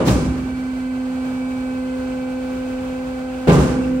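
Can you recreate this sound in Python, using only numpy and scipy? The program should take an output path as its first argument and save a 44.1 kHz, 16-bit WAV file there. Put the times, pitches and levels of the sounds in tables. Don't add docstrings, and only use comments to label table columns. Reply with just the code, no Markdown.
import sys
import numpy as np
from scipy import signal
from scipy.fft import rfft, irfft
from scipy.io import wavfile
from scipy.ndimage import uniform_filter1d

SR = 44100
rng = np.random.default_rng(int(sys.argv[2]) if len(sys.argv) > 2 else 0)


def output_pcm(signal):
    pcm = np.clip(np.atleast_2d(signal).T, -1, 1) * 32767
    wavfile.write(sys.argv[1], SR, np.round(pcm).astype(np.int16))


N = 176400

# (time [s], boom [dB], clatter [dB], clatter tilt about 300 Hz [dB/octave])
RAM_BLOWS = [(.001, -6.5, -4.5, -1.3), (.072, -1.5, -3, -2.4), (.11, -16, -14.5, -9.5),
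             (0.193, -21, -17.5, -9), (3.471, -2.5, 0.5, -1.63), (3.482, 6, -2.5, -.5),
             (3.515, -1.5, -21.5, 3.9), (3.565, -7, -4.5, -3.5)]
# (frequency [Hz], relative level [dB], t60 [s])
FRAME_MODES = [(65.6, -7, 1.5), (132, 0, 0.34), (145.3, -1.5, 1.04), (168.7, 3.5, 0.26), (193, -2.5, .45),
               (223, -10, 0.21), (299.6, -6, 0.8), (377, -19, 0.6), (478, -9, 1.4), (810, -11, 0.96),
               (1020, -8, 0.58), (1196, -11.5, 0.82), (1392, -22.5, 2.1), (1543, -12.5, 0.6),
               (1970, -46, 0.48), (2276, -20.5, 1.2), (2726, -17.5, 0.55)]
def frame_boom(t, level_db=-20.5, push_s=.0055, detune=.0083):
    out = np.zeros((2, N))
    for start, blow_db, _, _ in RAM_BLOWS:
        ringing = (t > start) & (t < start + 1)
        age = t[ringing] - start
        swell = 1 - np.exp(-age / push_s)
        for hz, mode_db, t60 in FRAME_MODES:
            likeness, balance_db = across(hz, MIC_PAIR)
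            lead = np.array([[0], [np.arccos(likeness)]])
            cycles = hz * (1 + detune * rng.standard_normal()) * age + rng.random()
            ring = np.sin(2 * np.pi * cycles + lead) * pan(balance_db)
            out[:, ringing] += ring * undb(level_db + blow_db + mode_db) * swell * decay(age, t60)
    return out


# (time [s], frequency [Hz], level [dB], t60 [s])
LOAD_THUMPS = [(.078, 122, -10.5, .3), (.098, 65, -12, .3), (3.471, 130, -5, .16), (3.477, 170, -4.5, .3),
               (3.505, 63, -11, .3), (3.572, 69, -11, .35)]
def frame_thumps(t, rise_s=.0098):
    out = 0
    for start, hz, db, t60 in LOAD_THUMPS:
        age = since(t, start)
        swell = 1 - np.exp(-(age / rise_s) ** 2)
        out += undb(db) * np.sin(2 * np.pi * hz * age) * swell * decay(age, t60)
    return out * pan(-.73)


# (frequency [Hz], relative density [dB], t60 [s])
PANEL_RING = [(25, -36, 0.99), (47.5, -24.5, 2.2), (64, -9.5, 1.46), (91, -17, 0.77), (135.4, -3, 1.18),
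              (276, -4, 1.34), (564, -5, 0.52), (714, -13.5, .8), (1200, -16, 1.2), (1960, -25, 1.34),
              (2920, -27, 0.98), (4770, -35.5, 0.56), (9000, -36, 0.78), (15400, -74, 0.23)]
def panel_clatter(t, level_db=-11, attack_s=.0027):
    spectrum = rfft(noise(PANEL_RING))
    bin_octaves = np.log2(np.maximum(np.arange(N // 2 + 1) * SR / N, 1))
    out = 0
    for octave in range(5, 15):
        band = irfft(spectrum * np.clip(1 - abs(bin_octaves - octave), 0, 1), N)
        hz = 2 ** octave
        _, t60 = across(hz, PANEL_RING)
        power = 0
        for start, _, db, tilt in RAM_BLOWS:
            age = since(t, start)
            envelope = np.minimum(age / attack_s, 1) * decay(age, t60)
            power += (envelope * undb(db + tilt * np.log2(hz / 300))) ** 2
        out += band * np.sqrt(power)
    return out * undb(level_db)


# (time [s], level [dB])
STEEL_SNAPS = [(0.065, -29), (.082, -22.5), (3.481, -24.5), (3.496, -25)]
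# (frequency [Hz], relative density [dB])
SNAP_SPECTRUM = [(300, -15), (900, 2), (2800, 0), (4200, -4), (8000, -22), (15500, -24)]
def steel_snaps(t, t60=.11):
    envelope = sum(undb(db) * (t > start) * decay(since(t, start), t60) for start, db in STEEL_SNAPS)
    return noise(SNAP_SPECTRUM) * envelope


# (time [s], length [s], level [dB])
VALVE_RELEASES = [(0.046, 0.031, -28), (3.508, 0.018, -32), (3.578, 0.031, -39)]
# (frequency [Hz], relative density [dB])
HISS_SPECTRUM = [(800, -16), (2500, -2), (5200, 0), (8200, -2), (10000, -8), (12000, -25), (15500, -35)]
FIZZ_SPECTRUM = [(7000, -30), (11000, -9), (12500, 0), (15500, -1)]
def valve_hiss(t, attack_s=.029, fizz_db=-11):
    def flow(t60):
        return sum(undb(db) * np.clip((t - start) / attack_s, 0, 1) * decay(since(t, start + hold), t60)
                   for start, hold, db in VALVE_RELEASES)
    hiss = noise(HISS_SPECTRUM) * flow(t60=.81)
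    fizz = noise(FIZZ_SPECTRUM) * undb(fizz_db) * flow(t60=.4)
    return (hiss + fizz) * undb(walk(80))


# (time [s], frequency [Hz], level [dB], t60 [s])
LOOSE_PARTS = [(3.825, 2720, -39.5, 0.17), (3.952, 7400, -51, .15)]
def loose_chinks(t, attack_s=.004):
    out = 0
    for start, hz, db, t60 in LOOSE_PARTS:
        age = since(t, start)
        ring = noise([(hz * .9, -60), (hz * .98, 0), (hz * 1.02, 0), (hz * 1.1, -60)])
        out += ring * undb(db) * np.minimum(age / attack_s, 1) * decay(age, t60)
    return out


PUMP_HZ, GEAR_TEETH = 256.57, 13
# (time [s], level [dB])
PUMP_LOAD = [(0, -1), (.7, -8.5), (1.55, -1), (1.95, -6.5), (2.25, 0.5), (2.6, -4), (3.3, 0.5), (4, -3.5)]
def gear_pump(t, speed_wander=.00015):
    cycles = PUMP_HZ * np.cumsum(1 + speed_wander * walk(6)) / SR
    turns = cycles / GEAR_TEETH
    load_db, = along(t, PUMP_LOAD)
    return (pump_hum(t, cycles) + pump_overtones(t, turns) + pump_growl(turns, load_db)
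            + pump_singing(t, turns) + pump_chatter(turns, load_db))


# (time [s], fundamental [dB], octave [dB])
HUM_LEVELS = [(0, -30, -31), (.33, -24, -42), (.6, -24.5, -46.5), (1.05, -23, -38), (1.55, -23.5, -39),
              (1.95, -24.5, -32.5), (2.9, -26, -32.5), (3.42, -28, -34.5), (3.6, -26, -28.5),
              (3.75, -23, -30.5), (3.92, -18.5, -29), (4, -20.5, -29)]
def pump_hum(t, cycles):
    fundamental_db, octave_db = along(t, HUM_LEVELS)
    lag_rad = np.array([[0], [1]])
    fundamental = undb(fundamental_db + .045 * walk(12)) * np.sin(2 * np.pi * cycles)
    octave = undb(octave_db + .3 * walk(33)) * np.sin(2 * np.pi * 2 * cycles - lag_rad)
    return np.sqrt(2) * (fundamental * pan(-2.5) + octave * pan(4))


# (multiple of the hum, level [dB], left minus right [dB], right lead [rad])
PUMP_HARMONICS = [(4, -53, 3, -.3), (5, -56, 0, 2.1), (6, -45.5, -6, 1.9), (12, -65, -2, 1.7),
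                  (16, -67, -2, 2.6), (17, -61, -3, -1.9), (19, -68, -4, 0), (23, -74, -1, .3),
                  (26, -75, 7, -1.2), (29, -71, 1, -2.7), (30, -66.5, 4, -1.3), (31, -69, 1, .8),
                  (33, -75, 4, .4), (36, -68.5, -1, 1.2), (37, -74, 0, 1.3), (40, -74, 0, 2.3)]
# (time [s], gain [dB])
HARMONIC_SWELL = [(0, -3), (.6, 0.5), (1.7, 1.2), (2.6, -1), (3.35, 0), (3.7, 2), (3.95, -5)]
def pump_overtones(t, turns, ripple=.2):
    out = 0
    for multiple, db, pan_db, lead in PUMP_HARMONICS:
        tone = partial(multiple * GEAR_TEETH * turns + rng.random(), db, pan_db, lead)
        pattern = sum(np.sin(2 * np.pi * (k * turns + rng.random())) / k for k in (1, 2, 3))
        out += tone * (1 + ripple * pattern)
    swell_db, = along(t, HARMONIC_SWELL)
    return out * undb(swell_db)


# (multiple of the shaft speed, level [dB], left minus right [dB], right lead [rad])
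SHAFT_HARMONICS = [(39, -45.3, 3, .4), (41, -49, 1, -.7), (42, -49.5, 1, -.5), (72, -59, -5, 0)]
def pump_growl(turns, load_db):
    return sum(partial(multiple * turns + rng.random(), db + load_db, pan_db, lead)
               for multiple, db, pan_db, lead in SHAFT_HARMONICS)


# (multiple of the hum, left minus right [dB])
SINGING_HARMONICS = [(8, -1), (9, -6), (10, -1)]
# (time [s], eighth [dB], ninth [dB], tenth [dB], throb depth [0-1])
SINGING_LEVELS = [(0, -62, -52, -62, .7), (.45, -62, -51.5, -64, .85), (.7, -54, -50, -64, .8),
                  (.92, -54, -53, -57, .7), (1.1, -62, -56, -57, .45), (1.25, -68, -50, -58, .25),
                  (1.5, -66, -46, -56, .25), (1.72, -58, -51, -53, .45), (1.92, -53, -57, -53, .6),
                  (2.2, -59, -51.5, -58, .3), (2.72, -60, -53, -54, .4), (3.05, -59, -55, -58, .6),
                  (4, -58, -54, -58, .5)]
def pump_singing(t, turns, slip_rad=.45):
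    *levels, depth = along(t, SINGING_LEVELS)
    throb_rms = np.sqrt(1 + depth ** 2 / 2)
    out = 0
    for (multiple, pan_db), db in zip(SINGING_HARMONICS, levels):
        stagger = multiple / len(SINGING_HARMONICS)
        throb = 1 + depth * np.cos(2 * np.pi * (turns + stagger) + slip_rad * walk(12))
        cycles = multiple * GEAR_TEETH * turns + rng.random()
        tone = partial(cycles, db + walk(24), pan_db, lead_rad=0, steady=True)
        out += tone * throb / throb_rms
    return out


# (frequency [Hz], relative density [dB])
CHATTER_SPECTRUM = [(1800, -40), (2200, -7), (2450, -3), (2650, 0), (2850, -4), (3100, -7), (3700, -30),
                    (8000, -60)]
def pump_chatter(turns, load_db, level_db=-52.5, depth=.4, load_share=.3):
    pulses = (1 + depth * np.cos(2 * np.pi * turns)) * undb(2 * walk(60))
    return noise(CHATTER_SPECTRUM) * unit(pulses) * undb(level_db + load_share * load_db)


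# (frequency [Hz], relative density [dB])
RUSH_SPECTRUM = [(20, -14), (35, -1), (52, 3), (70, 0), (95, -3.5), (160, -4.5), (300, -10.5), (520, -8),
                 (900, -13), (1450, -14.5), (1900, -22), (2650, -21.5), (3500, -26), (5400, -30.5),
                 (7000, -30.5), (9600, -33.5), (15500, -99)]
AIRY_SPECTRUM = [(8000, -26), (11000, -7), (13000, 0), (15500, 0)]
def oil_rush(rush_db=-35.5, airy_db=-60.5, flicker_db=1.04):
    bed = noise(RUSH_SPECTRUM) * undb(rush_db) + noise(AIRY_SPECTRUM) * undb(airy_db)
    return bed * undb(flicker_db * walk(24.87))


# (frequency [Hz], channel likeness [-1 to 1], left minus right [dB])
MIC_PAIR = [(60, .98, -.9), (200, .94, -1), (400, .84, .5), (700, .56, 1.7), (1300, .05, -2.6),
            (2400, .05, -3.8), (4400, .05, -2.8), (8000, -.25, .8), (10000, -.1, 0), (13000, .75, 0)]
def noise(spectrum):
    hz = np.arange(N // 2 + 1) * SR / N
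    likeness, balance_db = across(hz, MIC_PAIR)
    mid, side = rfft(rng.standard_normal((2, N)))
    sign = np.array([[1], [-1]])
    pair = mid * np.sqrt(1 + likeness) + sign * side * np.sqrt(1 - likeness)
    gain = undb(across(hz, spectrum)[0] + sign * balance_db / 2)
    return unit(irfft(pair * gain, N))


def partial(cycles, db, pan_db, lead_rad, steady=False, waver_hz=2.53, waver_rad=.35, waver_db=1.1):
    channels = []
    for offset in (0, lead_rad):
        phase = 2 * np.pi * cycles + offset + waver_rad * walk(waver_hz)
        sway_db = 0 if steady else waver_db * walk(waver_hz)
        flutter = 1 + .09 * walk(40.35)
        channels.append(np.sin(phase) * undb(db + sway_db) * flutter)
    return np.sqrt(2) * np.array(channels) * pan(pan_db)


def walk(rate_hz):
    hold = int(SR / rate_hz)
    steps = np.repeat(rng.standard_normal(400), hold)[:N]
    return 1.3 * uniform_filter1d(uniform_filter1d(steps, hold), hold)


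def across(hz, table):
    freqs, *columns = np.array(table, float).T
    return [np.interp(np.log(hz + 1e-9), np.log(freqs), column) for column in columns]


def along(t, table):
    times, *columns = np.array(table).T
    return [np.interp(t, times, column) for column in columns]


def since(t, start):
    return np.maximum(t - start, 0)


def decay(age, t60):
    return np.exp(-np.log(1000) * age / t60)


def undb(db):
    return 10 ** (np.asarray(db) / 20)


def unit(x):
    return x / np.sqrt(np.mean(x ** 2))


def pan(db):
    return undb(np.array([[db], [-db]]) / 2)


def scene():
    t = np.arange(N) / SR
    running = gear_pump(t) + oil_rush()
    jolts = frame_thumps(t) + frame_boom(t) + panel_clatter(t) + steel_snaps(t)
    return running + jolts + valve_hiss(t) + loose_chinks(t)


def record(dry, low_cut_hz=44.6, top_hz=15750, drive=.9):
    thinned = signal.sosfilt(signal.butter(4, low_cut_hz, "high", fs=SR, output="sos"), dry)
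    rounded = np.tanh(thinned * drive) / drive
    return signal.sosfilt(signal.ellip(10, .1, 80, top_hz, fs=SR, output="sos"), rounded)


dry = scene()
out = record(dry)
output_pcm(out)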